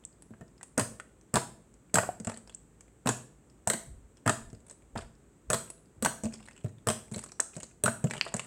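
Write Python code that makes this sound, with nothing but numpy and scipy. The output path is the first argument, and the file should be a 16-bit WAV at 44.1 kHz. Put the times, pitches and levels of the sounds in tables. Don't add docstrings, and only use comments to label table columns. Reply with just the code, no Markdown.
import sys
import numpy as np
from scipy import signal
from scipy.fft import rfft, irfft, next_fast_len
from scipy.io import wavfile
from scipy.ndimage import uniform_filter1d

SR = 44100
rng = np.random.default_rng(int(sys.argv[2]) if len(sys.argv) > 2 else 0)


def transcribe(signal):
    frames = np.atleast_2d(signal).T
    limited = np.clip(frames, -1, 1)
    pcm = np.round(limited * 32767).astype(np.int16)
    wavfile.write(sys.argv[1], SR, pcm)


N = 373086
BURST_T = np.arange(3072) / SR

# (frequency [Hz], relative level [dB])
QUIET_COLOUR = [(20, -27), (38, -24), (51, 6.5), (75, -6), (115, -3), (230, -5), (410, -9), (700, -19.5),
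                (1500, -24.5), (5300, -40), (8000, -22.5), (10500, -44), (16000, -44)]
QUIET_DB = -60.5
# (frequency [Hz], time to fall 60 dB [s])
ROOM_T60 = [(200, 0.68), (1000, 0.37), (8000, 0.38)]
# (frequency [Hz], level [dB])
ROOM_COLOUR = [(200, -12), (600, -10), (6000, -5)]
# (frequency [Hz], relative level [dB], time to fall 60 dB [s])
TABLE_MODES = [(105.4, 0, 0.23), (123.6, -0.5, 0.26), (223.3, 4.5, 0.14), (473, -1, 0.17),
               (616.5, 13, 0.092), (666, 10, 0.19)]
RECORDER_EDGE_HZ = 16200

# (time [s], level [dB])
LEANS = [(3.859, -42.5), (4.41, -47), (4.931, -44.5), (5.47, -49), (5.96, -51), (6.22, -60)]
LEAN_RISE_S, LEAN_DB_PER_S = 0.022, -114

# (frequency [Hz], relative level [dB])
SNAP_COLOUR = [(100, -50.5), (1500, -16), (3700, -14.5), (5600, -14), (7000, -5.5), (8100, 2), (9000, -5),
               (11000, -17), (16000, -29.5)]
# (frequency [Hz], relative level [dB])
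POP_COLOUR = [(100, -36.5), (400, 2.5), (650, -0.5), (1800, -1), (2200, -13), (2800, -11.5), (3700, -27.5),
              (8000, -22), (16000, -57.5)]
# (frequency [Hz], relative level [dB])
THUD_COLOUR = [(25, -24.5), (70, -15), (115, 1), (230, 3.5), (320, -7), (500, -9), (1000, -30), (5000, -50)]
# (frequency [Hz], relative level [dB])
TEAR_COLOUR = [(80, -10.5), (400, 11), (2600, -1), (3800, -6.5), (6000, -7), (8100, 7.5), (11000, -16),
               (16000, -35)]

STRAY_DB, STRAY_SPREAD_DB, STRAY_HZ = -68, 11.5, 4020
# (start [s], length [s], level of a small blip [dB], middle pitch [Hz])
STRETCHES = [(2.246, 0.12, -48, 2200), (4.652, 0.093, -54, 5000), (4.967, 0.089, -52.5, 3410),
             (6.24, 0.46, -58.5, 3000), (7.12, .2, -51.5, 6500), (7.523, 0.2, -59, 6500),
             (8.059, 1, -51.5, 2600)]
BLIPS_PER_S, STRETCH_FADE_DB, BLIP_SPREAD_DB, BLIP_OCTAVES = 110, -9, 5, 0.95
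# (time [s], level [dB], pitch [Hz])
TICKS = [(0.2224, -49, 9650), (0.611, -48, 1860), (0.6304, -39, 8350), (0.9991, -36.5, 1460),
         (2.374, -41, 8270), (2.475, -50.5, 5000), (2.496, -47.5, 3180), (2.808, -49, 7000),
         (4.6977, -46, 7300), (4.9796, -41.5, 4770), (5.702, -37.5, 9440), (6.339, -40.5, 4900),
         (6.485, -43.5, 1870), (7.1915, -36.5, 7480), (7.239, -39, 8400), (7.262, -48, 7000),
         (7.3189, -42.5, 5400), (7.401, -27, 6070), (7.602, -42, 8400), (7.6316, -37, 6760),
         (8.1099, -30.5, 2250), (8.136, -34, 1940), (8.179, -39, 2800), (8.3662, -31, 8000),
         (8.395, -30, 2690)]
# (time [s], level [dB], middle pitch [Hz], decay [s])
SQUEEZED = [(0.0512, -36, 7740, 0.00095), (2.0901, -24.5, 699, 0.0045), (2.5475, -36.5, 7760, 0.0014),
            (7.398, -34, 1605, 0.0013), (7.4026, -18, 7800, 0.00042), (7.862, -22, 1375, 0.0036),
            (8.212, -20, 2580, 0.00037), (8.212, -23, 4270, 0.00051)]
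# (time [s], level [dB], cavity pitch [Hz])
POCKETS = [(0.337, -53.5, 1510), (0.412, -52.5, 1700), (1.971, -23.5, 795), (2.033, -32, 726),
           (2.272, -37, 664), (4.959, -35, 900), (4.985, -41, 1080), (7.398, -34.5, 1300),
           (8.264, -37, 624), (8.34, -34, 553)]
# (time [s], thud level before gain [dB], thud pitch [Hz], wet tick level [dB])
PRESSES = [(0.307, -46.5, 240, -70), (0.41, -46, 247, -58), (2.2, -38, 155, -42.5),
           (2.271, -33.5, 236, -32), (4.53, -43, 143, -56), (4.955, -38, 214, -58),
           (6.236, -31.5, 118, -37), (6.255, -30.5, 125, -39.5), (6.645, -30.5, 148, -51),
           (7.115, -35.5, 139, -46.5), (7.161, -35.5, 171, -36.5), (7.566, -39, 158, -39),
           (8.042, -23.5, 168, -34), (8.341, -31, 222, -28.5)]
PRESS_TICK_HZ = 7200

# (time [s], delay of the second [s], delay of the third [s], base snap level [dB], snap step [dB],
#  base pop level [dB], pop step [dB], base cavity pitch [Hz], base thud level [dB], base thud pitch [Hz])
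POKES = [(0.7787, .0175, 0.032, -31, -2.5, -29, -3.5, 860, -30, 237),
         (1.3403, .017, .028, -29.5, -0.5, -25, 6, 695, -25, 154),
         (1.9425, 0.013, 0.042, -26, -1.5, -24.5, 8.5, 1100, -27.5, 225),
         (3.0596, 0.013, 0.031, -33, 11, -28, 6, 826, -27.5, 170),
         (3.674, 0.026, 0.061, -27.5, -1, -28.5, -2, 1500, -33.5, 205),
         (4.262, .015, 0.033, -32.5, 9.5, -23.5, 4.5, 960, -27, 282),
         (5.502, 0.03, .0415, -28, 1, -27, 1, 1030, -33.5, 187),
         (6.0246, .024, 0.035, -29.5, 5, -28.5, 10.5, 678, -29, 218),
         (6.8712, 0.016, 0.03, -30, 4.5, -28, -0.5, 820, -32, 215),
         (7.8377, 0.022, .042, -33.5, -10, -31, 11.5, 1150, -28.5, 210)]
# (snap [dB], snap body [dB], pop [dB], thud [dB], cavity pitch [ratio], thud pitch [ratio])
FINGERS = [(3.5, -4, 0.5, 0, 0.58, 1.08), (5, 6, 0.5, -3.5, 1.3, .97), (-2.5, 7, -3, -3.5, 1.25, .92)]
TOUCH_LEAD_S, TOUCH_DB, TOUCH_HZ = 0.0039, -18.5, 520
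SPATTER_S, SPATTER_SNAP_DB, SPATTER_POP_DB = 0.045, -11.5, -10.5
SPATTER_HZ, SPATTER_OCTAVES = 705, 0.74


def amp(db):
    return 10 ** (np.asarray(db) / 20)


def read(points, hz):
    f, value = np.transpose(points)
    return np.interp(np.log(hz + 1), np.log(f + 1), value)


def unit(x):
    return x / np.sqrt(np.sum(x ** 2) + 1e-20)


def peaked(x, size):
    return x / np.sqrt(uniform_filter1d(x ** 2, size, mode="constant").max())


def add(mix, s, sound):
    part = mix[max(round(s * SR), 0):][:len(sound)]
    part += sound[:len(part)]


def coloured(x, colour, hz=1000, focus_db=0, octaves=1, body_db=0):
    f = abs(np.fft.fftfreq(len(BURST_T), 1 / SR)) + 1
    focus = focus_db / (1 + (np.log2(f / hz) / octaves) ** 2)
    body = body_db / (1 + (f / 5000) ** 5)
    log_gain = np.log(amp(read(colour, f) + focus + body))
    kernel = np.fft.ifft(np.exp(np.conj(signal.hilbert(log_gain)))).real
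    return signal.fftconvolve(x, kernel)[:len(x)]


def noise(colour):
    size = next_fast_len(N)
    gain = amp(read(colour, np.fft.rfftfreq(size, 1 / SR)))
    x = irfft(rfft(rng.standard_normal(size)) * gain, size)
    return unit(x[:N]) * np.sqrt(N)


def background():
    return amp(QUIET_DB) * noise(QUIET_COLOUR)


def echoes(wet_db, near_db, near_decay=0.005):
    t = np.arange(SR // 2) / SR
    sparse = rng.standard_normal(len(t)) * (rng.random(len(t)) < 0.05)
    near = unit(sparse * (t > 0.0015) * np.exp(-t / near_decay))
    taps = rng.standard_normal(len(t)) * (1 - np.exp(-(t / 0.013) ** 2))
    hz, at, bands = signal.stft(taps, SR, nperseg=256)
    bands = bands * amp(-60 * at / read(ROOM_T60, hz)[:, None])
    tail = coloured(unit(signal.istft(bands, SR)[1][:len(t)]), ROOM_COLOUR)
    return amp(wet_db) * tail + amp(near_db) * near


def room(x, wet_db, near_db):
    angle = 2 * np.pi * 4.3 * np.arange(N) / SR
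    out = x.copy()
    for k in range(3):
        share = np.sqrt(2 / 3) * np.cos(angle + np.pi * k / 3)
        out += signal.oaconvolve(x * share, echoes(wet_db, near_db))[:N]
    return out


def table(x, ring_db=-57):
    t = np.arange(SR // 2) / SR
    modes = sum(amp(db - 60 * t / t60) * np.cos(2 * np.pi * hz * t) for hz, db, t60 in TABLE_MODES)
    return x + amp(ring_db) * signal.fftconvolve(x, modes)[:N]


def sway():
    t, weight = np.arange(N) / SR, np.zeros(N)
    for s, db in LEANS:
        rise = np.clip((t - s) / LEAN_RISE_S, 0, 1)
        weight += rise * amp(db + LEAN_DB_PER_S * np.maximum(t - s - LEAN_RISE_S, 0))
    return weight * noise([(15, -20), (45, 0), (90, -3), (1000, -80)])


def rupture(decay, spray):
    x = spray * unit(rng.standard_normal(len(BURST_T)) * np.exp(-BURST_T / decay))
    x[0] += 1
    return x


def ring(hz, decay, attack, glide=0):
    pitch = hz * (1 + glide * (np.tanh(BURST_T / decay) - 0.5))
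    turns = np.cumsum(pitch) / SR
    envelope = np.exp(-BURST_T / decay) * (1 - np.exp(-BURST_T / attack))
    return unit(np.sin(2 * np.pi * turns) * envelope)


def tick(db, hz, tone=0.67):
    burst = rupture(decay=0.003, spray=4.6)
    tear = unit(coloured(burst, TEAR_COLOUR, hz, focus_db=8.0, octaves=0.82))
    cavity = ring(hz, decay=4 / hz, attack=0.0003, glide=0.2)
    return amp(db) * peaked(tear + tone * cavity, size=128)


def thud(db, hz, tone=0.37):
    push = unit(coloured(rupture(decay=0.012, spray=2.6), THUD_COLOUR))
    body = ring(hz, decay=0.006, attack=0.023, glide=-0.14)
    return amp(db) * peaked(push + tone * body, size=300)


def pop(db, hz, tone=0.71, decay=0.0079):
    splat = unit(coloured(rupture(decay, spray=2.3), POP_COLOUR, hz, focus_db=3, octaves=1.0))
    cavity = ring(hz, decay=0.0024, attack=0.0008, glide=0.22)
    return amp(db) * peaked(splat + tone * cavity, size=160)


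def snap(db, body_db, decay=0.0013):
    crack = coloured(rupture(decay, spray=6.3), SNAP_COLOUR, body_db=body_db)
    return amp(db) * peaked(crack, size=128)


def strays(count=45):
    out = np.zeros(N)
    for when, size, pitch in rng.random((count, 3)):
        blip = tick(STRAY_DB + STRAY_SPREAD_DB * size, STRAY_HZ * 2 ** (2 * pitch - 1))
        add(out, when * N / SR, blip)
    return out


def crackle(count=200):
    pitches = np.geomspace(400, 9000, 40)
    blips, out = [tick(0, hz) for hz in pitches], np.zeros(N)
    for start, length, db, middle_hz in STRETCHES:
        gaps, sizes = rng.exponential(1, (2, count))
        pitch = middle_hz * 2 ** (BLIP_OCTAVES * rng.standard_normal(count))
        times = np.cumsum(gaps) / BLIPS_PER_S
        for t, size, hz in zip(times, np.minimum(sizes, 3.5), pitch):
            if t < length:
                gain = amp(db + BLIP_SPREAD_DB * size + STRETCH_FADE_DB * t / length)
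                nearest = np.argmin(abs(pitches - hz))
                add(out, start + t, gain * blips[nearest])
    return out


def bubbles():
    out = np.zeros(N)
    for s, db, hz in TICKS:
        add(out, s, tick(db, hz))
    return out


def squeezed(attack=0.00019, glide=0.17):
    out = np.zeros(N)
    for s, db, hz, decay in SQUEEZED:
        add(out, s, amp(db) * peaked(ring(hz, decay, attack, glide), size=128))
    return out


def pockets():
    out = np.zeros(N)
    for s, db, hz in POCKETS:
        add(out, s, pop(db, hz))
    return out


def presses(thud_gain_db=-1.0):
    ticks, thuds = np.zeros((2, N))
    for s, thud_db, hz, tick_db in PRESSES:
        add(ticks, s, tick(tick_db, PRESS_TICK_HZ))
        add(thuds, s, thud(thud_db + thud_gain_db, hz))
    return ticks, thuds


def spatter(count=4):
    bright, hollow = np.zeros((2, N))
    slot = SPATTER_S / count
    for start, _, _, snap_db, _, pop_db, *_ in POKES:
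        for k, (snap_at, pop_at, pitch) in enumerate(rng.random((count, 3))):
            hz = SPATTER_HZ * 2 ** (SPATTER_OCTAVES * (2 * pitch - 1))
            add(bright, start + slot * (k + snap_at), snap(snap_db + SPATTER_SNAP_DB, body_db=-8.5))
            add(hollow, start + slot * (k + pop_at), pop(pop_db + SPATTER_POP_DB, hz))
    return bright, hollow


def pokes(snap_gain_db=1.0, thud_gain_db=-2.0):
    bright, hollow = np.zeros((2, N))
    for start, second, third, snap_db, snap_step, pop_db, pop_step, hz, thud_db, thud_hz in POKES:
        add(hollow, start - TOUCH_LEAD_S, pop(pop_db - pop_step + TOUCH_DB, TOUCH_HZ))
        for step, delay, finger in zip((-1, 0, 1), (0, second, third), FINGERS):
            more_snap, body_db, more_pop, more_thud, pop_ratio, thud_ratio = finger
            at = start + delay
            add(bright, at, snap(snap_db + step * snap_step + more_snap + snap_gain_db, body_db))
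            add(hollow, at, pop(pop_db + step * pop_step + more_pop, hz * pop_ratio))
            add(hollow, at, thud(thud_db + more_thud + thud_gain_db, thud_hz * thud_ratio))
    return bright, hollow


def scene():
    snaps, blows = np.add(pokes(), spatter())
    ticks, thuds = presses()
    small = room(ticks + bubbles() + crackle() + strays(), wet_db=-5, near_db=-8.0)
    blobs_and_clicks = room(squeezed(), wet_db=-9, near_db=-10.5)
    hollow = room(table(blows + thuds + pockets()), wet_db=-4.0, near_db=-9)
    bright = room(snaps, wet_db=0.0, near_db=-3.0)
    return (background() + sway() + small + blobs_and_clicks + hollow + bright)[None]


def record(dry):
    lowpass = signal.firwin(255, RECORDER_EDGE_HZ, window=("kaiser", 9), fs=SR)
    return signal.oaconvolve(dry, lowpass[None], "same")


dry = scene()
out = record(dry)
transcribe(out)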